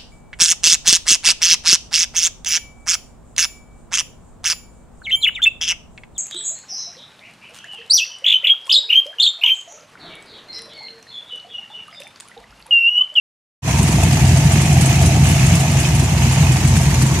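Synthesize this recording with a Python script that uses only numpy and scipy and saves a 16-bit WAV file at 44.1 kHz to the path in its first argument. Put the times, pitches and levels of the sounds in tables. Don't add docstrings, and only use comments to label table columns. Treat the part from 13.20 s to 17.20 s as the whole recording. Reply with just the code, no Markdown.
import sys
import numpy as np
from scipy import signal
from scipy.fft import rfft, irfft, next_fast_len
from scipy.io import wavfile
from scipy.ndimage import map_coordinates

SR = 44100
rng = np.random.default_rng(int(sys.argv[2]) if len(sys.argv) > 2 else 0)


def persist_wave(psi):
    counts = np.round(np.clip(psi, -1, 1) * 32767).astype(np.int16)
    wavfile.write(sys.argv[1], SR, np.atleast_2d(counts).T)


N = 176400
TIME_S = np.arange(N) / SR


def amp(db):
    return 10 ** (np.asarray(db) / 20)


def unit_rms(x):
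    return x / np.sqrt(np.mean(x ** 2) + 1e-20)


def curve_at(points, hz):
    knots_hz, values = np.transpose(points)
    return np.interp(np.log(hz + 1), np.log(knots_hz + 1), values)


def wobble(knots_per_s):
    return map_coordinates(rng.standard_normal(4000), [TIME_S * knots_per_s], mode="mirror")


def filtered(x, response):
    size = next_fast_len(N + SR // 2)
    return irfft(rfft(x, size) * response(np.fft.rfftfreq(size, 1 / SR)), size)[..., :N]


def resonate(x, spectrum, size=16384):
    cepstrum = irfft(np.log(amp(curve_at(spectrum, np.fft.rfftfreq(size, 1 / SR)))))
    cepstrum[1:size // 2] *= 2
    cepstrum[size // 2 + 1:] = 0
    return signal.fftconvolve(x, irfft(np.exp(rfft(cepstrum))))[:N]


def impulses(times_s, gains):
    return np.bincount(np.clip(times_s * SR, 0, N).astype(int), gains, N + 1)[:N]


def bursts(times_s, gains, rise_s, decay_s):
    t = np.arange(SR // 4) / SR
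    shape = np.minimum(t / rise_s, 1) * np.exp(-np.maximum(t - rise_s, 0) / decay_s)
    power = signal.fftconvolve(impulses(times_s, gains ** 2), shape ** 2)[:N]
    return np.sqrt(np.abs(power))


def chatter(decay_s, contacts_per_s=1100, spread_db=2.5, count=8000):
    times_s = np.cumsum(rng.exponential(size=count)) / contacts_per_s
    gains = amp(spread_db * np.clip(rng.standard_normal(count), -2, 2))
    return unit_rms(bursts(times_s, gains, 1 / SR, decay_s))


# (frequency [Hz], correlation [0..1])
STEREO_CORRELATION = [(100, 1), (250, 0.96), (700, 0.94), (1400, .4), (2800, 0.34), (5000, 0),
                      (12000, 0.11)]


def shaped_noise(spectrum, envelope):
    def mid_side(hz):
        angle = np.arccos(np.clip(curve_at(STEREO_CORRELATION, hz), -1, 1)) / 2
        return amp(curve_at(spectrum, hz)) * [np.cos(angle), np.sin(angle)]
    mid, side = filtered(envelope * rng.standard_normal((2, N)), mid_side)
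    return unit_rms(np.array([mid + side, mid - side]))


LOPE_STARTS_S = [0.352, .599, .842, 1.091, 1.337, 1.581, 1.828, 2.077, 2.325, 2.563, 2.804, 3.048, 3.29,
                 3.534, 3.785, 4.029]
# (exhaust thump [dB], block knock [dB], cover ring [dB], valve clatter [dB])
LOPE_PATTERN = [(1.5, -1, -1.5, 4.5), (2.5, 8.5, 5, 10), (-26, -6.5, 2, 7.5), (4.5, 3.5, -2, 2),
                (-14.5, -2.5, 7, 8), (-16.5, -6.5, 5.5, 8), (-5, 7.5, -3.5, 0.5), (-15, -12.5, 5, 8),
                (0.5, -5, 7, 5.5), (1.5, 3, 4.5, 5.5), (-1, -14.5, 1.5, 7), (3, 3.5, -3, 4),
                (0.5, -4, 6.5, 3), (1, 4, 4, 7.5), (-11.5, -6.5, 5, 8), (-7.5, -5.5, 8.5, 6)]


def firings(pattern_db, scatter_db, jitter_s=0.0003):
    per_lope = len(LOPE_PATTERN)
    index = np.arange(per_lope * (len(LOPE_STARTS_S) - 1))
    time_error, level_error = rng.standard_normal((len(index), 2)).T
    times_s = np.interp(index / per_lope, np.arange(len(LOPE_STARTS_S)), LOPE_STARTS_S)
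    gains = amp(pattern_db[index % per_lope] + scatter_db * level_error)
    return times_s + jitter_s * time_error, gains


def bay_reflections(x, t60_s=0.038, wet_db=0.5, change_s=0.02):
    t = np.arange(SR // 10) / SR
    hop = round(change_s * SR)
    wet = np.zeros((2, N + len(t)))
    for start in range(0, N, hop):
        tail = rng.standard_normal((2, len(t))) * amp(-60 * t / t60_s) * (t > 0.001)
        tail /= np.linalg.norm(tail, axis=1, keepdims=True)
        echo = signal.fftconvolve(x[:, start:start + hop], tail, axes=1)
        wet[:, start:start + echo.shape[1]] += echo

    def wet_ratio(hz):
        return amp(wet_db) * np.clip((hz - 1500) / 2500, 0, 1)
    direct = filtered(x, lambda hz: 1 / np.hypot(1, wet_ratio(hz)))
    return direct + filtered(wet[:, :N], lambda hz: wet_ratio(hz) / np.hypot(1, wet_ratio(hz)))


def belt_and_fan():
    spectrum = [(100, -43), (450, -9), (1100, -9)] + list(VALVE_SPECTRUM)[2:]
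    return amp(-27) * shaped_noise(spectrum, envelope=1)


# (frequency [Hz], level [dB])
COVER_SPECTRUM = [(400, -9.5), (580, -11), (660, 1), (760, -0.5), (830, -4.5), (910, -2), (1000, -17),
                  (1200, -14.5), (1700, -35), (5000, -80)]
PANEL_SPECTRUM = [(600, -9.5), (820, -16), (910, 0), (1040, -4.5), (1200, -12.5), (1500, -35), (4000, -70)]
# (time [s], level [dB])
PANEL_LEVELS = [(.5, 6.5), (.9, -2), (1.3, -24), (2.4, -9), (3, 4.5), (3.4, 1), (4, 5.5)]


def sheet_metal(pattern_db, cover_db):
    times_s, gains = firings(pattern_db, scatter_db=1)
    shake = bursts(times_s - 0.002, gains, rise_s=0.0058, decay_s=0.029)
    panel_db = np.interp(TIME_S, *np.transpose(PANEL_LEVELS))
    covers = amp(-29 + cover_db) * shaped_noise(COVER_SPECTRUM, shake)
    panel = amp(-37 + panel_db) * shaped_noise(PANEL_SPECTRUM, shake)
    return covers + panel


# (frequency [Hz], level [dB])
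BLOCK_SPECTRUM = [(120, -26), (190, 2), (228, 2), (255, -6), (310, -1.5), (385, -8), (440, -17.5),
                  (560, -18.5), (900, -53), (3000, -90)]


def engine_block(pattern_db):
    knocks = bursts(*firings(pattern_db, scatter_db=0.85), rise_s=0.0031, decay_s=0.019)
    return amp(-29) * shaped_noise(BLOCK_SPECTRUM, knocks)


# (frequency [Hz], level [dB])
VALVE_SPECTRUM = [(620, -13.5), (1050, -1), (1430, -5), (1800, -1), (2500, -1), (3500, -6), (4200, -6),
                  (5200, -6), (6300, -1), (6800, -2), (8000, -7), (9700, -10), (12000, -15.5), (14500, -21)]
ROCKER_SPECTRUM = [(1200, -17), (1900, -22.5), (2200, 2), (2370, -8), (2475, 4.5), (2570, 2), (2690, -1),
                   (2900, 0), (3500, -11), (6000, -61)]


def valve_train(pattern_db, valve_db, rocker_db):
    strokes = bursts(*firings(pattern_db, scatter_db=2.33), rise_s=0.0077, decay_s=0.037)
    valves = shaped_noise(VALVE_SPECTRUM, strokes * chatter(decay_s=0.001))
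    rockers = shaped_noise(ROCKER_SPECTRUM, strokes * chatter(decay_s=0.0035))
    return amp(-27 + valve_db) * valves + amp(-33 + rocker_db) * rockers


# (time [s], level [dB])
TAPPET_TICKS = [(0.583, -10.5), (0.628, -6), (.676, -9), (0.715, -7.5), (.754, -11), (.829, -10),
                (.921, -6), (1.073, -10.5), (1.167, -7.5), (1.32, -7.5), (1.412, -8), (1.456, -8),
                (1.521, -8), (1.609, -1.5), (1.657, -5), (1.814, -6.5), (1.858, -3), (2.04, -9.5),
                (2.063, -10), (2.088, -7.5), (2.105, -8.5), (2.15, -17), (2.262, -8.5), (2.35, -5),
                (2.394, -10), (2.511, -8.5), (2.534, -12), (2.592, -2.5), (2.75, -7), (2.792, -9.5),
                (2.834, -9.5), (3.12, -10.5), (3.318, -6.5), (3.363, -11), (3.473, -7.5), (3.565, -9.5),
                (3.611, -9.5), (3.818, -7.5), (3.863, -10)]
# (frequency [Hz], level [dB])
TAPPET_SPECTRUM = [(600, -30), (1500, -34), (2800, -2), (4200, -9), (6000, -2), (7500, 3), (9600, 1),
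                   (11500, -8), (15000, -22)]


def tappets(rise_s=0.0059, decay_s=0.015):
    times_s, levels_db = np.transpose(TAPPET_TICKS)
    spray = shaped_noise(TAPPET_SPECTRUM, chatter(decay_s=0.0034))
    return amp(-15.5) * spray * bursts(times_s - rise_s / 2, amp(levels_db), rise_s, decay_s)


# (multiple of the lope rate [1], level [dB])
DRONE_ORDERS = [(16, -24), (17, -30), (21, -31.5), (22, -19.5), (23, -30.5), (31, -21.5), (32, -23.5),
                (34, -21.5), (37, -29), (55, -35.5), (56, -37)]


def exhaust_drone(waver_db=1, wander_rad=0.2):
    lopes = np.interp(TIME_S, LOPE_STARTS_S, np.arange(len(LOPE_STARTS_S)))
    drone = np.zeros(N)
    for order, level_db in DRONE_ORDERS:
        peak = np.sqrt(2) * amp(level_db + waver_db * wobble(5))
        drone += peak * np.cos(2 * np.pi * round(order) * lopes + wander_rad * wobble(3.79))
    return drone


# (frequency [Hz], level [dB])
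PIPE_SPECTRUM = [(30, -49), (52, -30), (64, -15.5), (78, -11.5), (92, -15.5), (105, -8.5), (130, -0.5),
                 (160, 4.5), (185, -18), (215, -16.5), (300, -25), (500, -51.5), (1500, -88), (4000, -120)]
PUFF_SPECTRUM = [(20, -45), (45, -40), (66, -8), (100, -8), (118, -4), (132, 1), (150, -2), (168, -4),
                 (205, -19.5), (300, -28), (500, -51), (2000, -100)]


def exhaust(pattern_db, puff_exponent=0.61):
    times_s, gains = firings(pattern_db, scatter_db=0.8)
    thumps = unit_rms(resonate(impulses(times_s - 0.005, gains), PIPE_SPECTRUM))
    flow = bursts(times_s - 0.006, gains ** puff_exponent, rise_s=0.0038, decay_s=0.0051)
    puffs = shaped_noise(PUFF_SPECTRUM, flow)
    return amp(-16) * thumps + amp(-16.5) * puffs + exhaust_drone()


# (time [s], exhaust [dB], block [dB], covers [dB], valves and whirr [dB], rockers [dB])
PATH_LEVELS = [(.5, -1, 0.5, -4.5, 0, 0.5), (.8, -1.5, 4.5, 1.5, .5, 0.5), (1.15, 2, 0.5, 0.5, 0.5, 1.5),
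               (1.45, -1, 3.5, 1.5, 0, 0), (1.7, -1.5, 3.5, 1.5, 1.5, 3.5), (1.95, 1, 3, 1, -0.5, 2),
               (2.3, 0.5, 1.5, 0, 1, 2), (2.55, -4.5, 2, 1, -0.5, 1.5), (2.85, -2, 2, -1.5, -1.5, -2),
               (3.15, -0.5, -1.5, -1, 0, 3), (3.55, -0.5, 2.5, -1.5, -1, -5.5), (4, -2, 6.5, -6, -0.5, -19)]


def scene():
    thump_db, knock_db, ring_db, clatter_db = np.transpose(LOPE_PATTERN)
    path_s, *columns = np.transpose(PATH_LEVELS)
    exhaust_db, block_db, cover_db, valve_db, rocker_db = [np.interp(TIME_S, path_s, c) for c in columns]
    body = amp(exhaust_db) * exhaust(thump_db)
    body += amp(block_db) * engine_block(knock_db)
    body += sheet_metal(ring_db, cover_db)
    machinery = valve_train(clatter_db, valve_db, rocker_db) + amp(valve_db) * belt_and_fan() + tappets()
    return body + bay_reflections(machinery)


# (frequency [Hz], left minus right [dB])
PORT_BALANCE = [(400, -0.5), (520, -5), (700, -1.5), (920, -0.5), (1200, -3), (1700, -5.5), (2600, -5),
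                (4100, -2), (5000, 0), (6400, 9), (8000, 0.5), (9600, -6.5), (12000, -13), (14500, -40)]


def record(dry, even_below_hz=220, left_lag_s=0.00009, start_s=0.42, fade_s=0.069, top_hz=14650):
    def ports(hz):
        half_each_way = np.array([[0.5], [-0.5]])
        gains = amp(curve_at([(even_below_hz, 0)] + list(PORT_BALANCE), hz) * half_each_way)
        lag = np.exp(-2j * np.pi * hz * left_lag_s * half_each_way)
        return lag * gains / np.sqrt(np.mean(gains ** 2, axis=0))
    faded = filtered(dry, ports) * np.clip((TIME_S - start_s) / fade_s, 0, 1)
    limited = faded / (1 + np.abs(faded / 0.95) ** 10) ** (1 / 10)
    return filtered(limited, lambda hz: np.clip((top_hz - hz) / 200 + 0.5, 0, 1))


dry = scene()
out = record(dry)
persist_wave(out)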